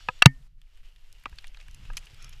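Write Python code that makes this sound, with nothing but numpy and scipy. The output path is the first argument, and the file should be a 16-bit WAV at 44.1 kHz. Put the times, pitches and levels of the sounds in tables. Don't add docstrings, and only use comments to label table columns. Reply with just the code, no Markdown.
import sys
import numpy as np
from scipy import signal
from scipy.io import wavfile
from scipy.ndimage import uniform_filter1d

SR = 44100
rng = np.random.default_rng(int(sys.argv[2]) if len(sys.argv) > 2 else 0)


def nominal_scale(level):
    x = np.asarray(level, float) / 20
    return 10 ** x


def log_audio(samples):
    frames = np.atleast_2d(samples).T
    limited = np.clip(frames, -1, 1)
    pcm = np.round(limited * 32767).astype(np.int16)
    wavfile.write(sys.argv[1], SR, pcm)


N = 105840
T = np.arange(N) / SR

# start_s, peak_db, contact_s, hardness_hz, latch_db
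BLOWS = [
    (0.2206, -13, 0.00084, 2000, -49.5),
    (0.2224, 2, 0.003, 4500, -18),
    (0.2548, -32, .002, 1962, -49),
    (0.2582, 9.5, .0025, 5586, -14.5),
]
# pitch_hz, level_db, fade_60db_s
CASE_TONES = [(542, -6.5, 0.013), (740, -14.5, 0.018), (974, -10, 0.023), (1245, -8.5, 0.026),
              (1500, -7, 0.022), (1750, -4.5, 0.025), (2082, -5, 0.0087), (2691, 5, 0.013),
              (3320, 0.5, 0.0056), (3786, 4.5, 0.0055), (5300, -0.5, 0.0017), (6530, 0, 0.0079),
              (7850, -6, 0.015), (12000, -6.5, 0.0062)]
# pitch_hz, level_db, fade_60db_s
LATCH_TONES = [(2000, -3, .045), (2261, -2, .04), (2850, -4, .026), (4535, 0, .036), (5800, -7, .03)]
# start_s, peak_db, hardness_hz
SOFT_KNOCKS = [
    (.0858, -26, 2400),
    (.0872, -11.5, 2400),
    (.0892, -19.5, 1960),
    (1.3275, -43, 3060),
    (1.9, -41.5, 2470),
    (1.9025, -34, 2000),
    (2.397, -53, 700),
]
# pitch_hz, level_db, fade_60db_s
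SHELL_TONES = [(513, -14.5, 0.058), (766, -18.5, 0.045), (998, -4.5, 0.0334), (1270, 0, 0.029),
               (1580, -5, 0.012), (1635, 2, .02), (2002, -16.5, 0.017), (2362, -12.5, 0.018),
               (2560, 0.5, 0.019), (3400, -13.5, .012)]
# start_s, peak_db, hardness_hz
BUCKLE_TAPS = [
    (1.2566, -22.5, 7600),
    (1.2588, -22, 6400),
    (1.263, -30, 2800),
    (1.2685, -42, 1900),
]
# pitch_hz, level_db, fade_60db_s
BUCKLE_TONES = [(348, -12.5, 0.065), (830, -2, 0.028), (558, -33, 0.021), (1020, -2, 0.025),
                (1250, 15.5, 0.013), (1540, 1, 0.018), (1960, -2, 0.056), (2400, 12.5, 0.014),
                (2640, -24, 0.025), (3600, -33, .014)]
# pitch_hz, level_db, fade_60db_s
MOUNT_TONES = [(264, -30.5, 0.16), (2220, -28.5, .08), (3036, -39, 0.068), (600, -25, .03),
               (876, -28.5, 0.055), (1820, -30, .16), (2060, -29, 0.062)]
# start_s, peak_db, pitch_hz
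HELMET_JOLTS = [
    (0.089, -35.5, 118.8),
    (1.319, -38.5, 54),
    (1.69, -41, 55),
    (1.831, -42.5, 96),
    (2.133, -42.5, 94),
]
# start_s, peak_db, pitch_hz, snap_db
ICE_CHIPS = [(0.616, -47, 3040, -8.5), (0.7735, -50, 2813, -7), (0.8317, -53, 3010, -12),
             (0.8474, -54, 2900, -18), (0.9613, -46.5, 3244, -12), (1.2378, -45, 2340, -7),
             (1.2814, -67, 4170, -1), (1.296, -47.5, 2480, 0.5), (1.443, -34, 2460, -23.5),
             (1.5445, -50.5, 5600, -12), (1.5458, -41, 2570, -29), (1.5706, -44.5, 4000, -25),
             (1.572, -45, 1670, -25.5), (1.596, -53, 1500, -25), (1.601, -41.5, 3400, -25),
             (1.61, -49.5, 6040, -8), (1.612, -42, 2570, -26), (1.6829, -41.5, 2260, -8.5),
             (1.853, -41.5, 2610, -14.5), (1.934, -40, 2570, -4), (2.0693, -40, 2730, -18.5),
             (0.006, -48, 1630, -28), (0.19, -50, 3200, -8.5), (2.051, -52, 5000, -12),
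             (0.348, -58, 3000, -30), (0.426, -60, 3030, -30), (2.1405, -53, 4500, -27.5)]
# start_s, peak_db, pitch_hz, snap_db
ICE_SPLINTERS = [(1.1272, -39.5, 5210, 8), (1.1977, -53.5, 4480, 5.5), (1.2674, -69, 4260, -2),
                 (1.3588, -51, 3990, 9), (1.3852, -30, 3400, -24), (1.4102, -53, 3600, 5.5),
                 (1.425, -50.5, 4830, 6), (1.4704, -37.5, 3560, -3.5), (1.479, -45.5, 5060, -7.5),
                 (1.7116, -45.5, 5440, 5.5), (1.985, -39, 4440, 14), (1.9914, -41.5, 5250, 7),
                 (2.0574, -45.5, 4000, 10.5), (2.145, -45, 4200, -1.5)]
# start_s, peak_db, contact_s, hardness_hz
GEAR_CLINKS = [
    (1.745, -40, 0.0017, 13840),
    (1.9692, -24, 0.0015, 9000),
    (1.971, -22, 0.0018, 8600),
    (1.9765, -31, 0.0026, 4950),
    (2.224, -39.5, 0.0024, 8800),
    (2.2431, -35.5, 0.002, 9800),
    (2.2472, -50, 0.0023, 9000),
    (2.2937, -40, 0.00091, 15000),
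    (2.3262, -42.5, 0.0055, 4700),
]
# pitch_hz, level_db, fade_60db_s
GEAR_TONES = [(1490, -4, 0.0036), (2570, -3.5, 0.032), (3213, 4.5, 0.0081), (4170, -9, 0.0089),
              (5250, -6, 0.01), (6500, 9.5, 0.0034), (7560, 3.5, 0.0032), (11130, 6.5, 0.0046),
              (12860, -1, 0.0045), (15240, -4.5, 0.012)]
# time_s, level_db
WEBBING_SLIDE = [(0, -57), (.07, -59.5), (.13, -60.5), (.2, -63.5), (.225, -100)]
# pitch_hz, width_hz, level_db
WEBBING_PEAKS = [(2943, 180, -1.5), (3450, 220, 1.5), (4400, 700, -2), (5600, 400, -9.5), (6900, 300, -9.5),
                 (7800, 250, -11)]
# time_s, level_db
SOLE_DRAG = [(2.12, -100), (2.16, -65), (2.2, -57.5), (2.26, -56.5), (2.31, -68.5), (2.39, -68.5)]
# pitch_hz, width_hz, level_db
SOLE_PEAKS = [(1350, 200, -5.5), (2400, 120, -0.5), (3300, 250, -1.5), (5400, 300, -7.5), (6750, 300, -14)]
# time_s, hiss_db, graininess_db
MOVEMENT = [(0, -59.5, -1), (.212, -62.5, -0.4), (.27, -77, -2), (.56, -81.5, -2), (.7, -71, 1),
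            (.8, -70, 2), (.826, -77, 6), (.852, -63.5, 4), (.95, -72, 3.5), (1.1, -65, 1.5),
            (1.3, -65.5, 4.5), (1.45, -58.5, -1.5), (1.52, -64.5, 3.5), (1.61, -62.5, 3), (1.77, -63, -2),
            (1.86, -58, 1), (2.24, -59, 2.5), (2.4, -61.5, 2)]
# pitch_hz, level_db (per Hz)
HISS_COLOUR = [(150, -41), (250, -8.5), (1290, -8), (2020, -2.5), (2710, -6.5), (3630, -8), (5130, -9.5),
               (13000, -29), (15500, -35)]
# pitch_hz, width_hz, level_db
PORT_PEAKS = [(1360, 190, -5.5), (1930, 170, -9.5), (2870, 390, 13.5), (3120, 450, -3.5), (4900, 800, -7.5),
              (7300, 780, -15.5)]
# time_s, buffet_db, rumble_db, hum_db
WIND_LEVELS = [(0.0, -48.5, -64, -82), (0.12, -59, -58, -69.5), (0.25, -47.5, -68, -73.5),
               (0.29, -50.5, -62, -71), (0.41, -49.5, -68.5, -63.5), (0.63, -60.5, -78.5, -77.5),
               (0.76, -56, -76.5, -83), (0.91, -59.5, -77.5, -75), (1.16, -57, -69.5, -80),
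               (1.34, -58, -61, -66.5), (1.5, -49, -59.5, -84), (1.68, -54.5, -83, -67.5),
               (1.8, -51.5, -55, -53.5), (1.94, -44, -63, -59.5), (2.1, -55.5, -67, -73),
               (2.25, -51.5, -61, -58.5), (2.4, -48.5, -59, -79)]

COVER_HZ, COVER_DB, COVER_T60_S = 2722.4, -5, 0.0092
THUMP_S, JOLT_CYCLES = .2594, 1.2
SWING_HZ, SWING_DB, SWING_TOP_S, SWING_S = 136, .5, .0052, .0078
HUM_HZ, HUM_DB, HUM_T60_S = 133, -14, .12
CHIP_S = 0.003
SELF_NOISE_DB, WHINE_HZ, WHINE_DB = -79.5, 12620, -85
HAZE_DB, HAZE_T60_S, HAZE_END_S = -68, 3.6, .484
SHUT_S, SHUT_DB, REOPEN_S = .265, -11, 0.29
CEILING, TOP_HZ = 1., 15050


def unit(x):
    return x / np.sqrt(np.mean(x ** 2))


def band(x, lo_hz, hi_hz, order=2):
    edges = [lo_hz, min(hi_hz, .45 * SR)]
    return signal.sosfilt(signal.butter(order, edges, "band", fs=SR, output="sos"), x + 1e-18)


def reson(x, hz, width_hz):
    return signal.lfilter(*signal.iirpeak(hz, hz / width_hz, fs=SR), x)


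def ring(push, modes, scatter_db):
    luck = rng.standard_normal(len(modes))
    out = 0
    for (hz, db, t60), chance in zip(modes, luck):
        pole = np.exp((2j * np.pi * hz - np.log(1000) / t60) / SR)
        tone = signal.lfilter([1], [1, -pole], push + 1e-18).imag
        out = out + nominal_scale(db + scatter_db * chance) * tone
    return out


def contact(length_s, tail_s=0.00049, size=6000):
    t = np.arange(size) / SR
    fade = np.exp(-np.maximum(t - length_s, 0) / tail_s)
    return rng.standard_normal(size) * fade * np.minimum(t / 0.00015, 1)


def add(out, s, x, db):
    i = min(int(s * SR), N)
    out[i:i + len(x)] += (x * nominal_scale(db) / np.abs(x).max())[:N - i]


def walk(rate):
    k = int(SR / rate)
    steps = np.repeat(rng.standard_normal(N // k + 1), k)
    return 1.3 * uniform_filter1d(uniform_filter1d(steps, k), k)[:N]


def curve(table, axis):
    rows = np.array(table)
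    return np.interp(T, rows[:, 0], rows[:, axis])


def knocks():
    out = np.zeros(N)
    tap = np.eye(1, 6000)[0]
    t = T[:len(tap)]
    for s, db, length_s, hard_hz, latch_db in BLOWS:
        push = band(contact(.5 * length_s, 0.5 * length_s), 0.2 * hard_hz, hard_hz)
        body = band(ring(push, CASE_TONES, 0.61), 380, 27000)
        add(out, s, body + nominal_scale(17.0) * push, db)
        swell = np.minimum(t / .0006, 1) * nominal_scale(-60 * np.maximum(t - length_s, 0) / COVER_T60_S)
        add(out, s, np.sin(2 * np.pi * COVER_HZ * t) * swell, db + COVER_DB)
        add(out, s + length_s, ring(tap, LATCH_TONES, 1.2), latch_db)
    return out


def taps():
    out = np.zeros(N)
    for hits, modes in ((SOFT_KNOCKS, SHELL_TONES), (BUCKLE_TAPS, BUCKLE_TONES)):
        for s, db, hard_hz in hits:
            touch = np.eye(1, 4000)[0] + .15 * contact(.0005, .001, size=4000)
            push = band(touch, .1 * hard_hz, hard_hz, order=1)
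            add(out, s, ring(push, modes, 0.95), db)
    return out


def helmet():
    out, t = np.zeros(N), np.arange(12000) / SR
    for s, db, hz in HELMET_JOLTS:
        add(out, s, np.sin(2 * np.pi * hz * t) * np.exp(-(t * hz / JOLT_CYCLES) ** 2), db)
    bump = np.exp(-((t - SWING_TOP_S) / SWING_S) ** 2)
    add(out, THUMP_S, -np.sin(2 * np.pi * SWING_HZ * t) * bump, SWING_DB)
    add(out, THUMP_S, -np.sin(2 * np.pi * HUM_HZ * t) * nominal_scale(-60 * t / HUM_T60_S), HUM_DB)
    for hz, db, t60 in MOUNT_TONES:
        add(out, THUMP_S, np.sin(2 * np.pi * hz * t) * nominal_scale(-60 * t / t60), db)
    return out


def chips():
    out = np.zeros(N)
    for s, db, hz, snap_db in list(ICE_CHIPS) + list(ICE_SPLINTERS):
        push = contact(0.00031, CHIP_S, size=3000)
        body = band(reson(push, hz, 0.316 * hz) + 0.41 * push, 0.4 * hz, 1.3 * hz)
        snap = band(contact(0.00044, 0.0005, size=3000), 4300, 11100)
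        add(out, s, unit(body) + nominal_scale(snap_db) * unit(snap), db)
    return out


def gear():
    out = np.zeros(N)
    for s, db, length_s, hard_hz in GEAR_CLINKS:
        touch = contact(1.6 * length_s, 0.2 * length_s, size=3000)
        push = band(touch, 0.37 * hard_hz, hard_hz, order=1)
        add(out, s, ring(push, GEAR_TONES, 2.5) + nominal_scale(18) * push, db)
    return out


def rub(table, peaks):
    out = 0
    for hz, width_hz, db in peaks:
        flicker_db = 2.0 * walk(25)
        once = reson(rng.standard_normal(N), hz, 1.5 * width_hz)
        twice = reson(once, hz, 1.5 * width_hz)
        out = out + nominal_scale(db + flicker_db) * unit(twice)
    return unit(out) * nominal_scale(curve(table, axis=1))


def rustle():
    grain_db = np.clip(curve(MOVEMENT, axis=2), 0, 2.6)
    sizes = rng.exponential(1, N // 40 + 1).repeat(40)[:N]
    sizes = uniform_filter1d(sizes, size=30)
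    grain_level = nominal_scale(grain_db * (np.minimum(sizes, 4) - 1))

    def grains():
        return rng.standard_normal(N) * grain_level

    colour, shared, hiss = np.array(HISS_COLOUR), walk(30), 0
    for hz in 280 * 2 ** np.arange(0, 5.9, .5):
        db = np.interp(np.log(hz), np.log(colour[:, 0]), colour[:, 1]) + 10 * np.log10(hz)
        flicker_db = 1.2 * shared + 1.2 * walk(30)
        hiss = hiss + nominal_scale(db + flicker_db) * unit(band(grains(), hz / 1.25, hz * 1.25))
    ports = 0
    for hz, width_hz, db in PORT_PEAKS:
        ports = ports + nominal_scale(db + 2.2 * walk(18)) * reson(grains(), hz, width_hz)
    return unit(unit(hiss) + nominal_scale(-2.5) * unit(ports)) * nominal_scale(curve(MOVEMENT, axis=1))


def wind():
    buffet = band(rng.standard_normal(N), 8, 30, order=3) * nominal_scale(1.5 * walk(10))
    flutter = nominal_scale(2.6 * walk(14))
    rumble = unit(band(rng.standard_normal(N), 42, 110, order=3))
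    rumble = rumble * nominal_scale(curve(WIND_LEVELS, axis=2) + 2.0)
    hum = unit(reson(reson(rng.standard_normal(N), 132, 51), 132, 51))
    hum = hum * nominal_scale(curve(WIND_LEVELS, axis=3))
    return unit(buffet) * nominal_scale(curve(WIND_LEVELS, axis=1) + 9.0) + (rumble + hum) * flutter


def circuit():
    hiss = nominal_scale(SELF_NOISE_DB) * unit(band(rng.standard_normal(N), 200, 14000, order=1))
    wobble = unit(reson(rng.standard_normal(N), WHINE_HZ, 60))
    whine = nominal_scale(WHINE_DB) * (np.sin(2 * np.pi * WHINE_HZ * T) + .4 * wobble)
    after = T > SHUT_S
    shut = np.where(after, np.clip(1 - (T - HAZE_END_S - .06) / REOPEN_S, 0, 1), 0)
    haze = unit(band(rng.standard_normal(N), 150, 4100, order=1))
    haze = haze * nominal_scale(HAZE_DB - 60 * (T - SHUT_S) / HAZE_T60_S)
    haze_gate = after * np.clip((HAZE_END_S - T) / 0.0091, 0, 1)
    return (hiss + whine) * nominal_scale(SHUT_DB * shut) + haze * haze_gate


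def scene():
    rubs = rub(WEBBING_SLIDE, WEBBING_PEAKS) + rub(SOLE_DRAG, SOLE_PEAKS)
    strikes = knocks() + taps() + helmet() + chips() + gear()
    return (strikes + rustle() + rubs + wind())[None]


def low_pass(x):
    return signal.sosfilt(signal.butter(12, 16660, fs=SR, output="sos"), x)


def record(dry):
    top_cut = signal.ellip(8, .2, 70, TOP_HZ, fs=SR, output="sos")
    x = signal.sosfilt(top_cut, dry + circuit())
    clipped = np.clip(x, -CEILING, CEILING)
    mix = signal.lfilter(*signal.butter(2, 16500, fs=SR), clipped)
    return low_pass(mix)


dry = scene()
out = record(dry)
log_audio(out)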